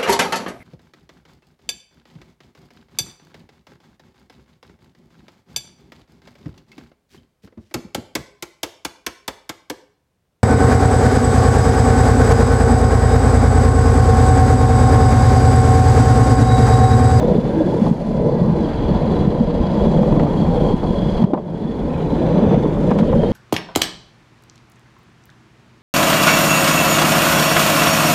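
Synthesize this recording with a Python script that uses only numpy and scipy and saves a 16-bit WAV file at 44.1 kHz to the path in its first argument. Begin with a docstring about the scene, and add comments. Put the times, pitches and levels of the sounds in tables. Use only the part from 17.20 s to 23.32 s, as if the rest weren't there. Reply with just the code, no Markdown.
"""Fast cart on concrete

A small cart rolls fast down a concrete track, heard from inside a closed housing riding on it.
Random grit shakes the deck, tyres and wheel bearings, each heard through its own filters.
Short swelling tones make the bumps; struck modes and noise bursts make the knocks.
Squeaks, narrow gliding tones and low filtered noise for the wind fill in the rest.
A peak limiter ducks everything after a loud bump and lets go slowly."""
import sys
import numpy as np
from scipy import signal
from scipy.fft import rfft, irfft
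from scipy.io import wavfile
from scipy.ndimage import uniform_filter1d, minimum_filter1d

SR = 44100
rng = np.random.default_rng(int(sys.argv[2]) if len(sys.argv) > 2 else 0)


def generate_wav(signal):
    """Clip the signal to [-1, 1] and save it as 16-bit WAV at the path in sys.argv[1]."""
    frames = np.transpose(np.atleast_2d(signal))
    scaled = np.clip(frames, -1, 1) * 32767
    pcm = np.round(scaled).astype(np.int16)
    wavfile.write(sys.argv[1], SR, pcm)


N = 269892
T = np.arange(N) / SR  # time of every sample, in seconds

# how loudly the track works on the cart: start_s, deck_shake_db, tyre_roar_db, grit_hiss_db
TRACK_LEVELS = [(0, -19.5, -39.5, -55), (.4, -18.5, -38.5, -53), (.66, -17, -38, -49.5),
                (.8, -17, -36.5, -50), (1.15, -15.5, -40.5, -54), (1.55, -21, -36.5, -55),
                (1.95, -19, -37.5, -56), (2.2, -17.5, -39, -56), (2.42, -18, -37, -57),
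                (2.7, -15.5, -37, -52), (3.0, -14, -35, -51), (3.3, -14.5, -34.5, -49.5),
                (4.0, -18.5, -36.5, -52.5), (4.08, -13, -38.5, -54), (4.35, -16.5, -36.5, -52.5),
                (4.9, -18, -35.5, -52), (5.25, -15.5, -34.5, -55.5), (5.55, -14.5, -34.5, -50),
                (6.12, -13, -33.5, -50)]
# deepest deck modes: pitch_hz, width_hz, level_db
DECK_BOOM_MODES = [(157.3, 39.7, -3.5), (227.2, 36, -7)]
# middle deck modes: pitch_hz, width_hz, level_db
DECK_DRUM_MODES = [(290.3, 67.3, -0.5), (413.5, 87, -5.5), (508.3, 66, -10), (564, 96, -5.5)]
# upper deck modes, also rung by knocks: pitch_hz, width_hz, level_db
DECK_RATTLE_MODES = [(692, 119, 1.5), (811, 94, -0.5), (881, 93, 1), (993, 66, -2), (1076, 100, -8)]
# upper deck modes against the deck shake: start_s, level_db
RATTLE_LEVELS = [(0, -12), (.5, -11), (.68, -11.5), (.75, -12.5), (1.0, -13.5), (1.3, -10.5), (1.8, -6.5),
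                 (2.3, -11.5), (2.7, -9.5), (3.1, -9.5), (3.5, -10), (4.0, -8.5), (4.1, -12), (4.5, -10.5),
                 (5.0, -8.5), (5.5, -11.5), (6.12, -16.5)]
# thin panel modes that come and go: pitch_hz, width_hz, level_db
PANEL_MODES = [(226.6, 17, 3.5), (361.5, 12.2, -5.5), (480.6, 12, -2), (583.7, 10.6, -3.5),
               (1009.4, 30, -13)]
BOOM_OVER_SHAKE_DB, PANELS_OVER_SHAKE_DB = 2.5, -8.5
HUM_DB = -1.46  # middle gain of the deck hum

# load on the wheel bearings: start_s, ring_level_db, race_pitch_hz, race_over_axle_db
BEARING_LOAD = [(0, -48, 3460, -3), (.64, -45, 3395, -1), (.74, -45, 3280, -5), (.9, -46, 3390, -2.5),
                (1.1, -44.5, 3440, -6), (1.35, -47, 3410, -6), (1.45, -43, 3320, -3.5),
                (1.62, -40.5, 3290, -0.5), (1.9, -43.5, 3400, -2), (2.2, -44.5, 3280, -4),
                (2.6, -41, 3340, -1), (3.0, -42, 3320, -1), (3.25, -41.5, 3300, 1.5),
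                (3.6, -40.5, 3303, 2.5), (3.98, -40.5, 3326, 2.5), (4.08, -45.5, 3300, 1),
                (4.6, -45.5, 3370, 3.5), (4.75, -51, 3410, -4), (5.18, -46.5, 3380, -1),
                (5.3, -45.5, 3470, 2.5), (5.55, -47.5, 3480, 0), (5.75, -42.5, 3430, -4),
                (5.86, -43, 3130, 0), (5.93, -48.5, 3220, -3), (6.0, -44, 3150, 5), (6.12, -42, 3160, 1)]
# bearing and axle modes: pitch_hz, width_hz, level_db
AXLE_MODES = [(2940, 81, -8), (3995, 140, -6), (4353, 110, -9), (4460, 110, -9), (4830, 270, -13.5),
              (6040, 260, -21.5), (7280, 230, -25), (8760, 400, -30)]
# wheel speed: start_s, turns_per_s
WHEEL_SPEED = [(0, 19), (2.5, 26), (4.5, 25), (6.12, 25)]

# filter shape of the tyre roar: pitch_hz, gain_db
ROAR_SHAPE = [(300, -4), (1000, 3.5), (1500, 2), (2100, -2.5), (2700, -7.5), (3600, -7.5), (5500, -47.5)]
# filter shape of the grit hiss: pitch_hz, gain_db
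HISS_SHAPE = [(2500, -7), (3700, -3), (4600, 1.5), (5150, 4.5), (5600, 1), (6500, 1), (7500, -0.5),
              (8100, -6), (9200, -3.5), (10500, -9), (12500, -12), (13700, -24.5), (14800, -47.5)]

# wheels over joints and bumps: start_s, strength_db, bounce_hz, length_ms
BUMP_EVENTS = [(0.106, -5.5, 193, 32.7), (0.18, -2, 182, 16.3), (0.383, -15, 214, 21.5),
               (0.434, -16, 274, 22), (0.518, -10, 177, 13), (0.613, -3.5, 211, 25), (0.709, 5.5, 195, 15),
               (1.21, -2, 169, 19), (1.708, -3.5, 193, 22), (2.072, 0.5, 178, 17.5), (2.203, 0, 213, 21.3),
               (2.66, -5.5, 219, 21.6), (2.802, -8.5, 183, 32), (2.968, -1.5, 184.8, 18.3),
               (3.419, -1, 228, 9.2), (3.536, 2.5, 206, 15), (3.881, -7, 188, 26.3), (4.0365, 12, 174, 19),
               (4.1325, 15, 290, 9.5), (4.144, 1.5, 200, 20), (4.446, -3, 187, 19.3),
               (4.927, -3, 219, 15.3), (5.223, -3.5, 218, 18.7), (5.373, 3, 202, 11),
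               (5.459, 3.5, 270, 6.7), (5.708, -1, 228, 26), (5.82, 3.5, 194, 16.2),
               (5.936, -1.5, 158, 21.8)]
# loose parts and stones: start_s, strength_db, treble_tilt_db, fall_by_60_db_s, deck_body_db
KNOCK_EVENTS = [(.665, -19, -16, .03, -1), (2.300, -21, -16, .03, 1), (2.831, -19, -16, .03, 1),
                (2.924, -20, -15, .025, -5), (2.965, -19, -17, .03, -2), (2.9955, -13, -13, .016, -10),
                (3.002, -16, -14, .034, -6), (3.034, -20, -17, .025, -2), (3.066, -17, -17, .03, -3),
                (3.632, -14, -26, .07, 6), (4.039, -9, -8, .03, 0), (4.135, -1, -10, .016, 1),
                (4.140, -4, -20, .055, 3), (4.175, -10, -20, .036, -1), (4.466, -22, -18, .03, 1),
                (5.310, -20, -15, .03, 0), (5.344, -17, -15, .035, -1), (5.454, -17, -14, .035, 0),
                (5.568, -20, -16, .03, 1), (5.706, -17, -8, .022, -2), (5.713, -11, -13, .04, -3),
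                (5.76, -19, -17, .03, 0), (5.786, -14, -8, .035, -8), (5.796, -24, -6, .035, -5),
                (5.808, -19, -17, .025, -8), (5.829, -17, -16, .04, -2), (5.929, -12, -17, .034, 0),
                (6.033, -15, -18, .045, 0)]
STRIKE_DB = 2  # peak of the struck deck modes against the rattle's starting strength
CRACK_HZ, CRACK_WIDTH_HZ, CRACK_DB = 1700, 260, -11

# a wheel rubbing once a turn in the bend: start_s, level_db
RUB_LEVELS = [(4.62, -75), (4.69, -43), (4.85, -45), (5.0, -44), (5.15, -50), (5.35, -49), (5.5, -55),
              (5.6, -75)]
# where each rub squeaks: pitch_hz, scatter_hz
RUB_PITCHES = [(2450, 270), (3350, 100)]
RUB_S, RUB_WIDTH_HZ, RUB_SPREAD_DB = 0.03, 150, 2.5

# passing narrow tones: start_s, length_s, level_db, first_hz, last_hz, width_hz
PASSING_TONES = [(0.284, 0.24, -45, 1590, 1660, 67), (0.348, 0.163, -20, 335, 296, 6.2),
                 (0.879, 0.45, -51, 2100, 1864, 46), (0.97, 0.62, -51.5, 1700, 1530, 60),
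                 (2.81, .08, -65, 13300, 13300, 200), (3.16, 0.445, -31, 790, 820, 6),
                 (3.38, .082, -67, 13250, 13350, 200), (4.66, .6, -49.5, 3950, 4030, 130),
                 (.86, .36, -23.5, 390, 460, 12), (1.33, 0.18, -24.5, 483, 468, 13),
                 (.5, 0.11, -32.5, 830, 1020, 30), (.25, 0.2, -29, 540, 600, 22),
                 (.53, .17, -25.5, 436, 545, 61), (4.3, 0.26, -49, 1500, 1980, 80),
                 (5.853, 0.084, -42, 3050, 3100, 520), (6.043, 0.041, -47, 3650, 3800, 150),
                 (4.9, 0.66, -60.5, 6000, 6100, 200)]
TONE_FADE = 0.36  # share of the length spent fading in and out
FLUTTER_DB, FLUTTERS_PER_S = 3.5, 25

# filter shape of the wind: pitch_hz, gain_db
WIND_SHAPE = [(10, -30), (22, 3), (55, 7), (100, 1.5), (140, -1), (300, -49), (1000, -78.5)]
# wind on the housing, before gusts: start_s, level_db
WIND_LEVELS = [(0, -23.5), (.6, -27.5), (1.0, -23.5), (1.7, -20), (2.5, -22), (3.0, -17), (3.7, -18),
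               (4.2, -26.5), (4.7, -19), (5.2, -22.5), (6.12, -17.5)]
GUST_DB, GUSTS_PER_S = 2, 12

CEILING = .97  # highest output of the soft overload, before the band limit
EDGE_HZ = 14850  # upper edge of the sound


def gain_of(db):
    """Turns decibels into a multiplier."""
    return 10 ** (np.asarray(db) / 20)


def evened(x):
    """Scales a sound to an average (rms) strength of 1."""
    return x / np.sqrt(np.mean(x ** 2) + 1e-20)


def at_level(x, db):
    """Evens a sound, then gives it a fixed or changing level."""
    return evened(x) * gain_of(db)


def along(rows):
    """Draws each column of a table as a curve over all samples."""
    s, *columns = np.transpose(rows)
    return [np.interp(T, s, column) for column in columns]


def add(mix, s, sound):
    """Adds a sound to the mix from s seconds on, cut off at the end."""
    part = mix[round(s * SR):][:len(sound)]
    part += sound[:len(part)]


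def waver(per_s):
    """Smooth random curve of rms 1 with about per_s changes a second."""
    size = round(SR / per_s / 2)
    smooth = uniform_filter1d(rng.standard_normal(N), size)
    return evened(uniform_filter1d(smooth, size))


def grit(rough_db, spread_db):
    """Noise like dense contacts of uneven size, stronger where rough_db is higher."""
    return rng.standard_normal(N) * gain_of(rough_db + spread_db * rng.standard_normal(N))


def resonate(x, hz, width):
    """A steep resonance: shifts the pitch hz down to zero, smooths twice and shifts back."""
    turn = np.exp(2j * np.pi * np.cumsum(hz * np.ones(len(x))) / SR)
    r = np.exp(-np.pi * 1.55 * width / SR)  # 1.55 makes up for smoothing twice
    smooth = signal.lfilter([(1 - r) ** 2], [1, -2 * r, r * r], x / turn)
    return 2 * (turn * smooth).real


def ring(x, modes, patchy_db, drift, swells_per_s=1.23):
    """Rings modes of alternating sign; each swells and drifts in pitch by chance."""
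    out = np.zeros(len(x))
    for k, (hz, width, db) in enumerate(modes):
        gain = gain_of(db + patchy_db * waver(swells_per_s))
        drifting_hz = hz * (1 + drift * waver(4.07))
        out += (-1) ** k * gain * resonate(x, drifting_hz, width)
    return out


def colour(x, points):
    """Filters a sound by a shape table, joining its points on a log pitch scale."""
    f, db = np.transpose(points)
    hz = np.fft.rfftfreq(len(x), 1 / SR)
    curve_db = np.interp(np.log(hz + 1), np.log(f + 1), db)
    return irfft(rfft(x) * gain_of(curve_db), len(x))


def track_surface():
    """Coarse and smooth patches, as a curve felt by deck, tyres and bearings alike."""
    return 4 * np.tanh(0.11 * waver(50) + 0.74 * waver(38))


def deck(track):
    """Grit shakes the plastic deck, which answers at its own pitches from boom to rattle."""
    shake_db = along(TRACK_LEVELS)[0]
    boom_grit = grit(.5 * track + 1.32 * waver(35), 2.6)
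    boom = ring(boom_grit, DECK_BOOM_MODES, patchy_db=1.3, drift=0.035, swells_per_s=6.4)
    shake = grit(0.62 * track, 2.56)
    drum = ring(shake, DECK_DRUM_MODES, patchy_db=2.0, drift=0.032, swells_per_s=5.2)
    hum = resonate(shake, 478 * (1 + 0.013 * waver(6.8)), 41.5)
    drum += gain_of(HUM_DB + 1.9 * waver(2.2)) * hum
    rattle = ring(grit(0.5 * track, 3.4), DECK_RATTLE_MODES, patchy_db=0.5, drift=0.011)
    panels = ring(shake, PANEL_MODES, patchy_db=4.5, drift=0.018, swells_per_s=3.05)
    low = at_level(boom, shake_db + BOOM_OVER_SHAKE_DB) + at_level(drum, shake_db)
    high = at_level(rattle, shake_db + along(RATTLE_LEVELS)[0])
    return low + high + at_level(panels, shake_db + PANELS_OVER_SHAKE_DB)


def bearings(track):
    """Grit rings the axle modes; a flat spot loads the bearing race once a turn."""
    ring_db, race_hz, race_db = along(BEARING_LOAD)
    turns_per_s = along(WHEEL_SPEED)[0] * (1 + 0.046 * waver(5.4))
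    turn = np.cos(2 * np.pi * np.cumsum(turns_per_s) / SR)
    axle_grit = grit(0.72 * track + 0.3 * turn + 1.0 * waver(30), 3.0)
    axle = ring(axle_grit, AXLE_MODES, patchy_db=1.3, drift=0.0045)
    balls = grit(1.1 * track + 2.0 * turn + 1.4 * waver(38), 3.9)
    race = resonate(balls, race_hz * (1 + 0.007 * waver(9.9)), 120)
    return at_level(axle + gain_of(race_db) * race, ring_db)


def tyres(track):
    """Tyres on rough concrete: one noise filtered to a roar, another to a bright grit hiss."""
    _, roar_db, hiss_db = along(TRACK_LEVELS)
    roar = colour(grit(0.087 * track + 0.82 * waver(45), 3.5), ROAR_SHAPE)
    hiss = colour(grit(0.3 * track + .9 * waver(90), 3.2), HISS_SHAPE)
    return at_level(roar, roar_db) + at_level(hiss, hiss_db)


def bumps():
    """The deck bounces on its wheels for a few cycles: a low tone swells and dies at once."""
    out = np.zeros(N)
    for s, db, hz, ms in BUMP_EVENTS:
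        t = np.arange(0, ms / 1000, 1 / SR)
        swell = np.sin(np.pi * (t / t[-1]) ** 0.87) ** 2
        bounce = np.sin(2 * np.pi * hz * (t - t[-1] / 2))
        add(out, s, gain_of(db) * swell * bounce)
    return out


def knocks():
    """A blow rings the upper deck modes, with a short dull or bright rattle of noise."""
    out, t = np.zeros(N), np.arange(4096) / SR
    strike = np.zeros(len(t))
    for hz, width, db in DECK_RATTLE_MODES:
        strike += gain_of(db) * np.exp(-np.pi * width * t) * np.sin(2 * np.pi * hz * t)
    strike *= 1 - np.exp(-t / .0008)  # softened start
    strike *= gain_of(STRIKE_DB) / abs(strike).max()
    crack = np.exp(-np.pi * CRACK_WIDTH_HZ * t) * np.sin(2 * np.pi * CRACK_HZ * t)
    for s, db, tilt_db, fall_s, body_db in KNOCK_EVENTS:
        shape = [(120, body_db - 18), (300, body_db), (600, body_db), (1050, body_db - 3),
                 (1400, -20), (2100, -21 + tilt_db / 3), (3500, -20 + tilt_db),
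                 (12000, -30 + 3 * tilt_db), (15000, -45 + 3 * tilt_db)]
        fade_db = -60 * (t / fall_s) ** 2  # holds for a moment, then stops
        burst = colour(rng.standard_normal(len(t)), shape)
        rattle = at_level(burst, fade_db) * np.minimum(t / .001, 1)
        thin_crack = gain_of(CRACK_DB - body_db) * crack  # strongest in knocks with little body
        add(out, s, gain_of(db) * (rattle + strike + thin_crack))
    return out


def rubs():
    """A wheel rubs once a turn: short squeaks of narrow noise, each at its own pitch."""
    out, (s, db) = np.zeros(N), np.transpose(RUB_LEVELS)
    whole_turns = np.floor(np.cumsum(along(WHEEL_SPEED)[0]) / SR)
    starts = T[1:][np.diff(whole_turns) > 0]
    starts = starts[(starts > s[0]) & (starts < s[-1])]
    count = round(RUB_S * SR)
    for start in starts:
        for hz, scatter_hz in RUB_PITCHES:
            pitch_luck, level_luck, time_luck = rng.standard_normal(3)
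            noise = rng.standard_normal(2048)
            tone = resonate(noise, hz + scatter_hz * pitch_luck, RUB_WIDTH_HZ)[-count:]
            level_db = np.interp(start, s, db) + RUB_SPREAD_DB * level_luck
            add(out, abs(start + .004 * time_luck), at_level(tone, level_db) * np.hanning(count))
    return out


def tones():
    """Fuzzy whistles and hums: noise in a narrow gliding resonance, with a fluttering level."""
    out = np.zeros(N)
    for s, length, db, first_hz, last_hz, width in PASSING_TONES:
        count = round(length * SR)
        glide_hz = np.linspace(first_hz, last_hz, count)
        tone = resonate(rng.standard_normal(count), glide_hz, width)
        add(out, s, at_level(tone, db) * signal.windows.tukey(count, TONE_FADE))
    return out * gain_of(FLUTTER_DB * np.tanh(waver(FLUTTERS_PER_S)))


def wind():
    """Wind buffets the housing: deep filtered noise whose level gusts up and down."""
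    level_db = along(WIND_LEVELS)[0] + GUST_DB * waver(GUSTS_PER_S)
    return at_level(colour(grit(0.66 * waver(9.5), 0.1), WIND_SHAPE), level_db)


def scene():
    """One track surface drives deck, bearings and tyres; the other sounds are added on top."""
    track = track_surface()
    rolling = deck(track) + bearings(track) + tyres(track)
    return (rolling + bumps() + knocks() + rubs() + tones() + wind())[None]


def record(dry):
    """A look-ahead peak limiter drops fast and lets go slowly, then overload and a band limit."""
    peak = -minimum_filter1d(-abs(dry), size=500, origin=-249)  # loudest of the next 500 samples
    peak_db = 20 * np.log10(peak + 1e-9)
    over = np.log(np.maximum(peak_db + 3.0, 1e-6))  # log of the excess above -3 dB
    fall = T / 0.66  # the excess in dB dies away exponentially
    duck_db = np.exp(np.maximum.accumulate(over + fall, axis=1) - fall)
    smooth_duck_db = signal.lfilter([.003], [1, -.997], duck_db)
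    held = dry / gain_of(smooth_duck_db)
    soft = held / (1 + abs(held / CEILING) ** 6) ** (1 / 6)  # rounds off what slips through
    band_limit = signal.firwin(511, EDGE_HZ, window=("kaiser", 9), fs=SR)
    return signal.oaconvolve(soft, band_limit[None], "same")


dry = scene()
out = record(dry)
generate_wav(out)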